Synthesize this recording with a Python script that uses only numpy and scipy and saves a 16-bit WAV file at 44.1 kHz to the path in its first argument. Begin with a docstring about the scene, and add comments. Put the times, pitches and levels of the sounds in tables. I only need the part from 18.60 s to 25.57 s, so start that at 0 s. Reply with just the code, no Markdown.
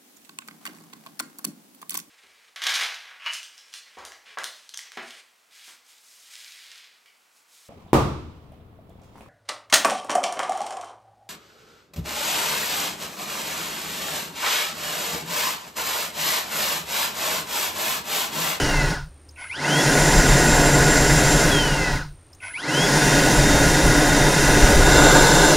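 """Leaf blower into a car's engine bay

An electric leaf blower is aimed into the front of a parked car, heard from the open engine bay.
It coasts down, is switched on again, runs, coasts and runs once more. Fan speed drives the filtered-noise
roar and the sine blade tones; noise bands make the bay boom and buffet the microphone, and whistles graze
the grille. The pauses bare trigger clicks, an insect's trilled noise and the hum of far traffic."""
import sys
import numpy as np
from scipy import signal
from scipy.fft import rfft, irfft
from scipy.io import wavfile
from scipy.ndimage import uniform_filter1d

SR = 44100
rng = np.random.default_rng(int(sys.argv[2]) if len(sys.argv) > 2 else 0)


def master(y):
    """Save y as 16-bit WAV."""
    cut = np.clip(np.atleast_2d(y).T, -1, 1)
    pcm = np.round(cut * 32767)  # scale
    wavfile.write(sys.argv[1], SR, pcm.astype(np.int16))


N = 307200
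TIME = np.arange(N) / SR  # s
FREQ = np.maximum(np.fft.rfftfreq(N, 1 / SR), 1)  # Hz

FULL_HZ = 282  # shaft rate that counts as full speed
# trigger pulls, the first already let go: (switch-on [s], release [s], held shaft rate [Hz],
# controller whistle length [s], whistle [dB], blade-rate tone [dB], its octave [dB])
TRIGGER_PULLS = [(-2, -.214, 282, .2, -46, -38, -33), (.763, 2.82, 282.8, .19, -48, -41, -30.3),
                 (3.806, 6.905, 281.9, .22, -44, -35.3, -39)]
# the controller starts the fan gently, then pulls hard until air drag makes the speed settle
SOFT_HZ_PER_S, SOFT_S, HARD_HZ_PER_S, HARD_S, SETTLE_S = 590, .17, 900, .114, .128
# let go, the fan coasts against the air (COAST_S would halve its speed);
# after a delay the brake and friction stop it
COAST_S, BRAKE_AFTER_S, BRAKE_S, FRICTION_HZ = 1.055, .522, .185, 25

# how squarely the jet strikes the grille: (time [s], roar [dB], hiss [dB])
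JET_AIM = [(0, 0, .8), (1.4, .5, 1.0), (2.05, 1, .4), (2.8, -.4, .6), (4.4, -.2, .8), (5.15, .7, .2),
           (5.75, 0, 0), (6.05, 3, 1.8), (6.24, 1.5, .6), (6.42, 6.5, 3.6), (6.57, 6.5, 3.4),
           (6.72, 4.3, 2.7), (6.97, 3.2, 3.3)]
# the nozzle swings closer to another part of the grille: (time [s], share [0-1])
NOZZLE_SWING = [(5.7, 0), (6.15, 0.1), (6.4, 0.94), (6.97, 0.96)]
# change of colour at that spot: (centre [Hz], width [Hz], gain [dB])
SWUNG_COLOUR = [(237, 107, -6.5), (1194, 81, 6), (1390, 730, -1), (1543, 96, 5.5), (1905, 320, -7.5),
                (2480, 160, -9), (3122, 120, -8), (3610, 460, 7), (4170, 170, 7), (5540, 350, -3),
                (8500, 550, -3.0)]
# air noise colour at full speed: (frequency [Hz], relative level per Hz [dB])
AIR_COLOUR = [(190.0, 1.5), (400.0, -1.07), (700.0, 1), (1000.0, -4), (1200.0, -11), (1500.0, -1.5),
              (2000.0, -6), (2400.0, -18.0), (3500.0, -13.5), (5000.0, -16), (7000.0, -12.5),
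              (10000.0, -21.5), (12500.0, -26.5), (15500.0, -35.0)]
AIR_DB = -17
# air noise grows as a power of fan speed: (frequency [Hz], exponent)
AIR_GROWTH = [(250, 2.6), (600, 2.7), (950, 1.4), (1500, 1.15), (2000, 2.9), (4300, 2.05), (6000, 3.0),
              (9000, 3.5), (14000, 4.9)]
# resonances and notches of tube and engine bay: (centre [Hz], width [Hz], gain [dB])
BAY_MODES = [(294.8, 43.5, 9.5), (342, 21, 2.5), (406.6, 31, 6), (665, 44, -8), (801, 110, -4),
             (892, 28, 4.5), (1147, 59, -11), (1363, 47, -11), (1461, 130, 5), (1533, 56, -8),
             (1793, 59, -24), (1992, 560, 2.5), (2180, 50, -16), (2290, 57, -4.5), (2350, 510, 3.5),
             (2516, 80, 6.5), (2732, 160, 7), (3130, 55, 5.5), (3486, 70, -21), (3790, 61, -8.5),
             (4479, 28, 5), (4860, 98, 5.5), (5230, 230, 5), (5895, 910, 3.5), (6230, 44, -24),
             (7460, 280, -3.8), (7860, 330, -5.5), (9360, 150, 6.5), (9710, 350, 5.5), (10140, 150, 6.5)]
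# the jet collapses below these shaft rates, the roar sooner than the hiss
ROAR_STALL_HZ, HISS_STALL_HZ = 116, 63
# jet and draught in the bay trail the fan by these times
JET_LAG_S, DRAUGHT_LAG_S = .009, .056

# draught on the microphone: (frequency [Hz], relative level per Hz [dB])
BUFFET_COLOUR = [(12, -12), (22, -6.5), (30, 0), (45, -4), (62, -10), (85, -17), (120, -18.5), (250, -58)]
# lowest resonance of the bay: (frequency [Hz], relative level per Hz [dB])
BOOM_COLOUR = [(70, -38), (100, -22), (125, -6), (145, 7.5), (160, -1), (180, -10), (240, -47.5)]
# strongest gusts on the microphone: (time [s], length [s], rise above the steady draught [dB])
STRONG_GUSTS = [(1.56, .22, 3.5), (5.28, .1, 9), (6.16, .36, 4)]
# after switch-on the cavity starts to boom first; the draught reaches the microphone later
BOOM_DELAY_S, BOOM_SPREAD_S = .23, .06
BUFFET_DELAY_S, BUFFET_SPREAD_S = .61, .075

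# blade tones: (multiple of shaft rate, exponent of fan speed, gain per dB of hiss [dB],
# gain once the nozzle has swung [dB])
BLADE_TONES = [(13, 14, -1, 7), (26, 46, 3.2, 1.5), (39, 14, 0, -2)]
THIRD_DB = -44  # third blade harmonic
# tones swell as they sweep through a tube resonance:
# (multiple of shaft rate, centre [Hz], width [Hz], peak level [dB rms])
TUBE_SWELLS = [(26, 6030, 160, -41), (26, 6800, 500, -42), (13, 3335, 80, -27), (13, 3170, 190, -23.5),
               (13, 2790, 330, -33), (13, 2020, 340, -33.5), (13, 1530, 240, -34.5), (10, 2020, 150, -27.5),
               (10, 1000, 130, -45), (10, 2830, 120, -47)]
# airy whistles that follow the fan: (multiple of shaft rate, width [Hz], level at full speed [dB rms])
AIRY_WHISTLES = [(13, 50, -47), (17, 70, -46), (21, 110, -39), (23, 110, -42), (26, 70, -41)]

# outdoor background: (frequency [Hz], relative level per Hz [dB])
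OUTDOOR_COLOUR = [(25, -17), (90, 5.5), (200, -14.5), (285, -5), (360, -9), (700, -13.5), (1500, -19),
                  (3000, -24), (7000, -29), (15000, -42)]
# a far vehicle gathers speed, then eases a little: (time [s], firing rate [Hz], level [dB])
FAR_VEHICLE = [(0, 59.3, -50), (.5, 67, -47), (.7, 76.7, -52), (.95, 82.5, -55), (3.5, 91.7, -61),
               (4, 88.55, -57), (6.97, 86.9, -60)]
# trigger and switch: (time [s], level [dB], ring [Hz], t60 [s], crack against the ring [dB])
TRIGGER_CLICKS = [(.688, -38, 5150, .04, -27), (.707, -49, 6500, .04, -14), (.759, -42, 2550, .05, -32),
                  (3.729, -40, 5200, .04, -24), (3.746, -46, 6520, .04, -12), (3.802, -40, 2550, .05, -35)]
# motor housing modes: (centre [Hz], width [Hz], gain [dB])
HOUSING_MODES = [(675, 130, -12), (980, 170, -8), (1490, 74, 3), (2130, 290, 1), (2510, 96, -0.5),
                 (3050, 510, -12), (4860, 1900, -21)]
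# magnetic tones of the motor while it pulls hard:
# (multiple of shaft rate, centre [Hz], width [Hz], peak level [dB rms])
PULL_TONES = [(26, 2150, 150, -32), (26, 2480, 330, -31), (24, 2250, 350, -42), (26, 3200, 500, -37),
              (26, 1520, 200, -37), (26, 900, 400, -47.5), (26, 4500, 1500, -40), (39, 3000, 1500, -53),
              (39, 4900, 400, -41), (39, 6800, 2000, -47), (52, 6000, 3000, -55)]
WHISTLE_HZ = 10056  # switching tone of the controller
# the jet briefly whistles on an edge of the grille:
# (time [s], length [s], centre [Hz], width [Hz], level [dB])
EDGE_WHISTLES = [(4.3, .26, 4920, 160, -35), (6.03, .46, 5930, 200, -32.5)]
TOP_HZ = 15650  # upper limit of the sound


def undb(db):
    """Decibels to gain."""
    return np.exp(np.asarray(db) * np.log(10) / 20)


def unit(x):
    """Scale to rms 1."""
    return x / np.sqrt(np.mean(x ** 2))


def curves(table):
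    """Each column of a timed table, sample by sample."""
    s, *columns = np.transpose(table)
    return [np.interp(TIME, s, column) for column in columns]


def over_hz(table, hz):
    """Read (Hz, value) points on a log-frequency axis."""
    knots_hz, value = np.transpose(table)
    return np.interp(np.log(hz), np.log(knots_hz), value)


def noise(db):
    """Noise of rms 1, coloured by a relative level at each frequency."""
    return unit(irfft(rfft(rng.standard_normal(N)) * undb(db), N))


def walk(rate):
    """Smooth random drift of rms 1, changing about rate times a second."""
    real, imag = rng.standard_normal((2, N // 64))  # only the lowest frequencies are needed
    fade = np.exp(-(FREQ[:len(real)] / rate) ** 2)
    return unit(irfft((real + 1j * imag) * fade, N))


def resonance(hz, width):
    """Response of one mode, gain 1 at its centre."""
    return 1 / (1 + 1j * (FREQ ** 2 - hz ** 2) / (FREQ * width))


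def bumps(table):
    """Level in dB at each frequency from a set of resonances and notches."""
    return sum(db * np.exp(-(2 * (FREQ - hz) / width) ** 2) for hz, width, db in table)


def phase_of(hz):
    """Radians run through at a moving frequency."""
    return 2 * np.pi * np.cumsum(hz) / SR


def steadied(x, span_s):
    """Even out the slow swells of a noise."""
    return x / np.sqrt(uniform_filter1d(x ** 2, int(span_s * SR)) + 1e-6)


def trailing(x, lag_s):
    """Follow a control with some inertia."""
    keep = np.exp(-1 / (lag_s * SR))
    return signal.lfilter([1 - keep], [1, -keep], x, zi=[keep * x[0]])[0]


def swell(s, length):
    """A smooth rise and fall about a moment."""
    return np.exp(-(2 * (TIME - s) / length) ** 2)


def latest_pull():
    """The columns of the most recent trigger pull, sample by sample."""
    rows = np.array(TRIGGER_PULLS)
    return rows[np.searchsorted(rows[:, 0], TIME) - 1].T


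def building(delay_s, spread_s):
    """Rise from 0 to 1 some time after each switch-on."""
    age = TIME - latest_pull()[0]
    return 1 / (1 + np.exp((delay_s - age) / spread_s))


def jet(shaft_hz, stall_hz):
    """Share of the jet that holds together at this fan speed."""
    return shaft_hz ** 4 / (shaft_hz ** 4 + stall_hz ** 4)


def swept(table, shaft_hz, turn, shimmer_db=1):
    """Shaft harmonics, each loud only while it passes a resonance."""
    out = 0
    for order, hz, width, db in table:
        passing = np.exp(-2 * ((order * shaft_hz - hz) / width) ** 2)
        out = out + np.sin(order * turn) * undb(db) * passing
    return np.sqrt(2) * out * undb(shimmer_db * walk(40))


def bay_echo(x, t60_s=0.11, wet_db=-7):
    """Close metal and plastic surfaces add a brief, dense ring."""
    age = TIME[:SR // 8]
    tail = rng.standard_normal(len(age)) * np.exp(-np.log(1000) * age / t60_s)
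    return x + undb(wet_db) * signal.fftconvolve(x, tail / np.linalg.norm(tail))[:N]


def fan_speed():
    """Turns per second: each pull runs the fan up, holds it, lets it coast and brakes it."""
    shaft_hz = 0
    for on, off, held_hz, *_ in TRIGGER_PULLS:
        age = TIME - on
        soft = SOFT_HZ_PER_S * np.clip(age, 0, SOFT_S)
        ramp = soft + HARD_HZ_PER_S * np.clip(age - SOFT_S, 0, HARD_S)
        settling = np.exp(-np.maximum(age - SOFT_S - HARD_S, 0) / SETTLE_S)
        driven = held_hz + (ramp - held_hz) * settling
        coasting = driven / (1 + np.clip(TIME - off, 0, BRAKE_AFTER_S) / COAST_S)
        brake = np.exp(-np.maximum(TIME - off - BRAKE_AFTER_S, 0) / BRAKE_S)
        shaft_hz = np.maximum(shaft_hz, (coasting + FRICTION_HZ) * brake - FRICTION_HZ)
    return np.maximum(uniform_filter1d(shaft_hz, size=1100), 0)  # round the corners


def rotor(shaft_hz, wobble_hz=0.14, cogging_hz=3):
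    """Shaft angle in radians; the rotor turns unevenly while it is slow."""
    slow = np.clip(1 - shaft_hz / FULL_HZ, 0, 1)
    return phase_of(shaft_hz + wobble_hz * walk(26) + cogging_hz * slow ** 2 * walk(167))


def air(shaft_hz, churn_db=0.3, flicker_db=0.52, low_edge_hz=185, ripple_db=1.96):
    """Turbulence coloured by tube and bay; each band grows with its own power of fan speed."""
    # many short reflections ripple the treble
    knots_hz = np.arange(2500, 16000, 35)
    ripple = ripple_db * np.interp(FREQ, knots_hz, rng.standard_normal(len(knots_hz)), left=0)
    low_cut = 10 * np.log10(1 + (low_edge_hz / FREQ) ** 10)
    rush = noise(over_hz(AIR_COLOUR, FREQ) + bumps(BAY_MODES) + ripple - low_cut)
    swung_rush = irfft(rfft(rush) * undb(bumps(SWUNG_COLOUR)), N)
    swing = np.clip(curves(NOZZLE_SWING)[0], 0, 1)
    spectrum = rfft((1 - swing) * rush + swing * swung_rush)
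    speed_db = 20 * np.log10(np.maximum(shaft_hz, 1) / FULL_HZ)
    roar_db, hiss_db = curves(JET_AIM)
    churn = churn_db * walk(37)  # big eddies shake all bands together
    centres = np.geomspace(200, 14000, 12)  # Hz
    out = 0
    for hz, pick in zip(centres, np.eye(len(centres))):
        # overlapping bands that add back up to the whole
        band = irfft(spectrum * np.interp(np.log(FREQ), np.log(centres), pick), N)
        treble = over_hz([(1300, 0), (3000, 1)], hz)  # 0 is roar, 1 is hiss
        aim_db = (1 - treble) * roar_db + treble * hiss_db
        held = jet(shaft_hz, (1 - treble) * ROAR_STALL_HZ + treble * HISS_STALL_HZ)
        growth_db = over_hz(AIR_GROWTH, hz) * speed_db
        out = out + band * held * undb(growth_db + aim_db + churn + flicker_db * walk(13.5))
    return undb(AIR_DB) * out


def draught(shaft_hz, buffet_db=-22.5, boom_db=-23.2, breeze_db=-63, buffet_growth=1.2, boom_growth=1.3,
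            stall_hz=112, gust_db=2.4, waver_db=1.9, per_roar=.6):
    """Air leaving the bay buffets the microphone and blows the cavity's lowest resonance, following the fan."""
    flow_hz = trailing(shaft_hz, DRAUGHT_LAG_S)
    flow, held = flow_hz / FULL_HZ, jet(flow_hz, stall_hz)
    strong_db = sum(db * swell(s, length) for s, length, db in STRONG_GUSTS)
    gusts_db = per_roar * curves(JET_AIM)[0] + gust_db * walk(7) + strong_db
    arrival = building(BUFFET_DELAY_S, BUFFET_SPREAD_S)
    pressure = held * arrival * flow ** buffet_growth * undb(buffet_db + gusts_db) + undb(breeze_db)
    buffet = steadied(noise(over_hz(BUFFET_COLOUR, FREQ)), span_s=0.21) * pressure
    boom = steadied(noise(over_hz(BOOM_COLOUR, FREQ)), span_s=0.12)
    boom = boom * held * building(BOOM_DELAY_S, BOOM_SPREAD_S) * flow ** boom_growth
    return buffet + boom * undb(boom_db + waver_db * walk(10))


def blades(shaft_hz, turn, flutter_db=1.9, wander_db=1.2, airy_growth=2.3, airy_per_hiss=.5):
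    """Thirteen blades whine at full speed; on the way up and down their tones sweep the tube's resonances."""
    speed = np.clip(shaft_hz / FULL_HZ, 0, 1)
    hiss_db, swing = curves(JET_AIM)[1], curves(NOZZLE_SWING)[0]
    *_, blade_db, octave_db = latest_pull()
    out = bay_echo(swept(TUBE_SWELLS, shaft_hz, turn), t60_s=.04, wet_db=-15)
    levels_db = (blade_db, octave_db, THIRD_DB)
    for db, (order, steepness, per_hiss, swung_db) in zip(levels_db, BLADE_TONES):
        aim_db = per_hiss * hiss_db + swung_db * swing
        tone_db = db + aim_db + wander_db * walk(4) + flutter_db * (walk(29) - .5)
        out = out + np.sqrt(2) * np.sin(order * turn) * speed ** steepness * undb(tone_db)
    # blades chopping turbulent inflow widen shaft harmonics into narrow bands of noise
    for order, width, db in AIRY_WHISTLES:
        angle = order * turn
        band = walk(width) * np.cos(angle) + walk(width) * np.sin(angle)
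        out = out + band * speed ** airy_growth * undb(db + airy_per_hiss * hiss_db)
    return out


def outdoors(floor_db=-54, insect_db=-62, insect_hz=8950, trill_hz=58):
    """Background rush, the hum of a far vehicle and an insect's thin, fast trill."""
    firing_hz, hum_db = curves(FAR_VEHICLE)
    hum_phase = phase_of(firing_hz * (1 + .05 * walk(12)))
    hum = np.sqrt(2) * np.sin(hum_phase) * undb(hum_db + 2.4 * walk(10))
    strokes = 1 + 0.48 * np.sin(phase_of(trill_hz * (1 + 0.028 * walk(5.4))))
    insect = noise(20 * np.log10(np.abs(resonance(insect_hz, 650) ** 2))) * strokes
    rush = noise(over_hz(OUTDOOR_COLOUR, FREQ))
    return undb(floor_db) * rush + hum + undb(insect_db) * insect


def trigger(rise_s=0.0036):
    """Short plastic clicks: one ring and a broad crack."""
    out = 0
    for s, db, hz, t60, crack_db in TRIGGER_CLICKS:
        ring = np.abs(resonance(hz, hz / 10)) ** 2
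        body = ring + undb(crack_db) * np.abs(resonance(7500, 8000))
        age = np.clip(TIME - s, 0, 1)
        envelope = np.minimum(age / rise_s, 1) * np.exp(-np.log(1000) * age / t60)
        out = out + noise(20 * np.log10(body)) * envelope * undb(db)
    return out


def motor(shaft_hz, turn, buzz_db=-34.7, rise_s=0.046, buzz_s=0.11, pull_s=0.26, step_hz=420,
          sideband=0.13, sizzle_db=-55):
    """At switch-on uneven current steps rattle the housing; the controller whistles and the motor sings."""
    step_count = np.floor(np.cumsum(step_hz * (1 + 0.39 * walk(200))) / SR)
    steps = np.diff(step_count, prepend=0)
    drive = steps * rng.standard_normal(N) + 0.11 * rng.standard_normal(N)
    housing = sum(undb(db) * resonance(hz, width) ** 2 for hz, width, db in HOUSING_MODES)
    buzz = unit(irfft(rfft(drive) * housing, N))
    # the turning rotor modulates the switching tone
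    modulation = 1 + sideband * (np.cos(6 * turn) + np.cos(12 * turn))
    whistle = np.sqrt(2) * np.sin(2 * np.pi * WHISTLE_HZ * TIME) * modulation
    sizzle = noise(over_hz([(2000, -8), (5000, -9), (7500, -5), (9800, 6), (11000, -20)], FREQ))
    singing = bay_echo(swept(PULL_TONES, shaft_hz, turn)) + undb(sizzle_db) * sizzle
    out = 0
    for s, _, _, length, whistle_db, *_ in TRIGGER_PULLS:
        age = np.maximum(TIME - s, 0)
        rattle = buzz * undb(buzz_db) * np.exp(-(age / buzz_s) ** 4)
        whistling = whistle * undb(whistle_db) * np.exp(-(age / length) ** 6)
        pulling = singing * np.exp(-(age / pull_s) ** 6)
        out = out + np.minimum(age / rise_s, 1) * (rattle + whistling + pulling)
    return out


def edge_whistles():
    """Rough, airy whistles that come and go as the jet grazes the grille."""
    out = 0
    for s, length, hz, width, db in EDGE_WHISTLES:
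        whistle = noise(20 * np.log10(np.abs(resonance(hz, width)) ** 2))
        out = out + whistle * swell(s, length) * undb(db)
    return out


def scene():
    """Fan speed drives the whole blower; everything reaches both channels alike."""
    shaft_hz = fan_speed()
    turn = rotor(shaft_hz)
    wind = air(trailing(shaft_hz, JET_LAG_S)) + draught(shaft_hz) + edge_whistles()
    mono = wind + blades(shaft_hz, turn) + motor(shaft_hz, turn) + trigger() + outdoors()
    return np.array([mono, mono])


def record(dry):
    """Clip at full scale, then cut the top with a steep low-pass."""
    low_pass = signal.ellip(10, .1, 80, TOP_HZ, fs=SR, output="sos")
    return signal.sosfilt(low_pass, np.clip(dry, -1, 1))


dry = scene()
out = record(dry)
master(out)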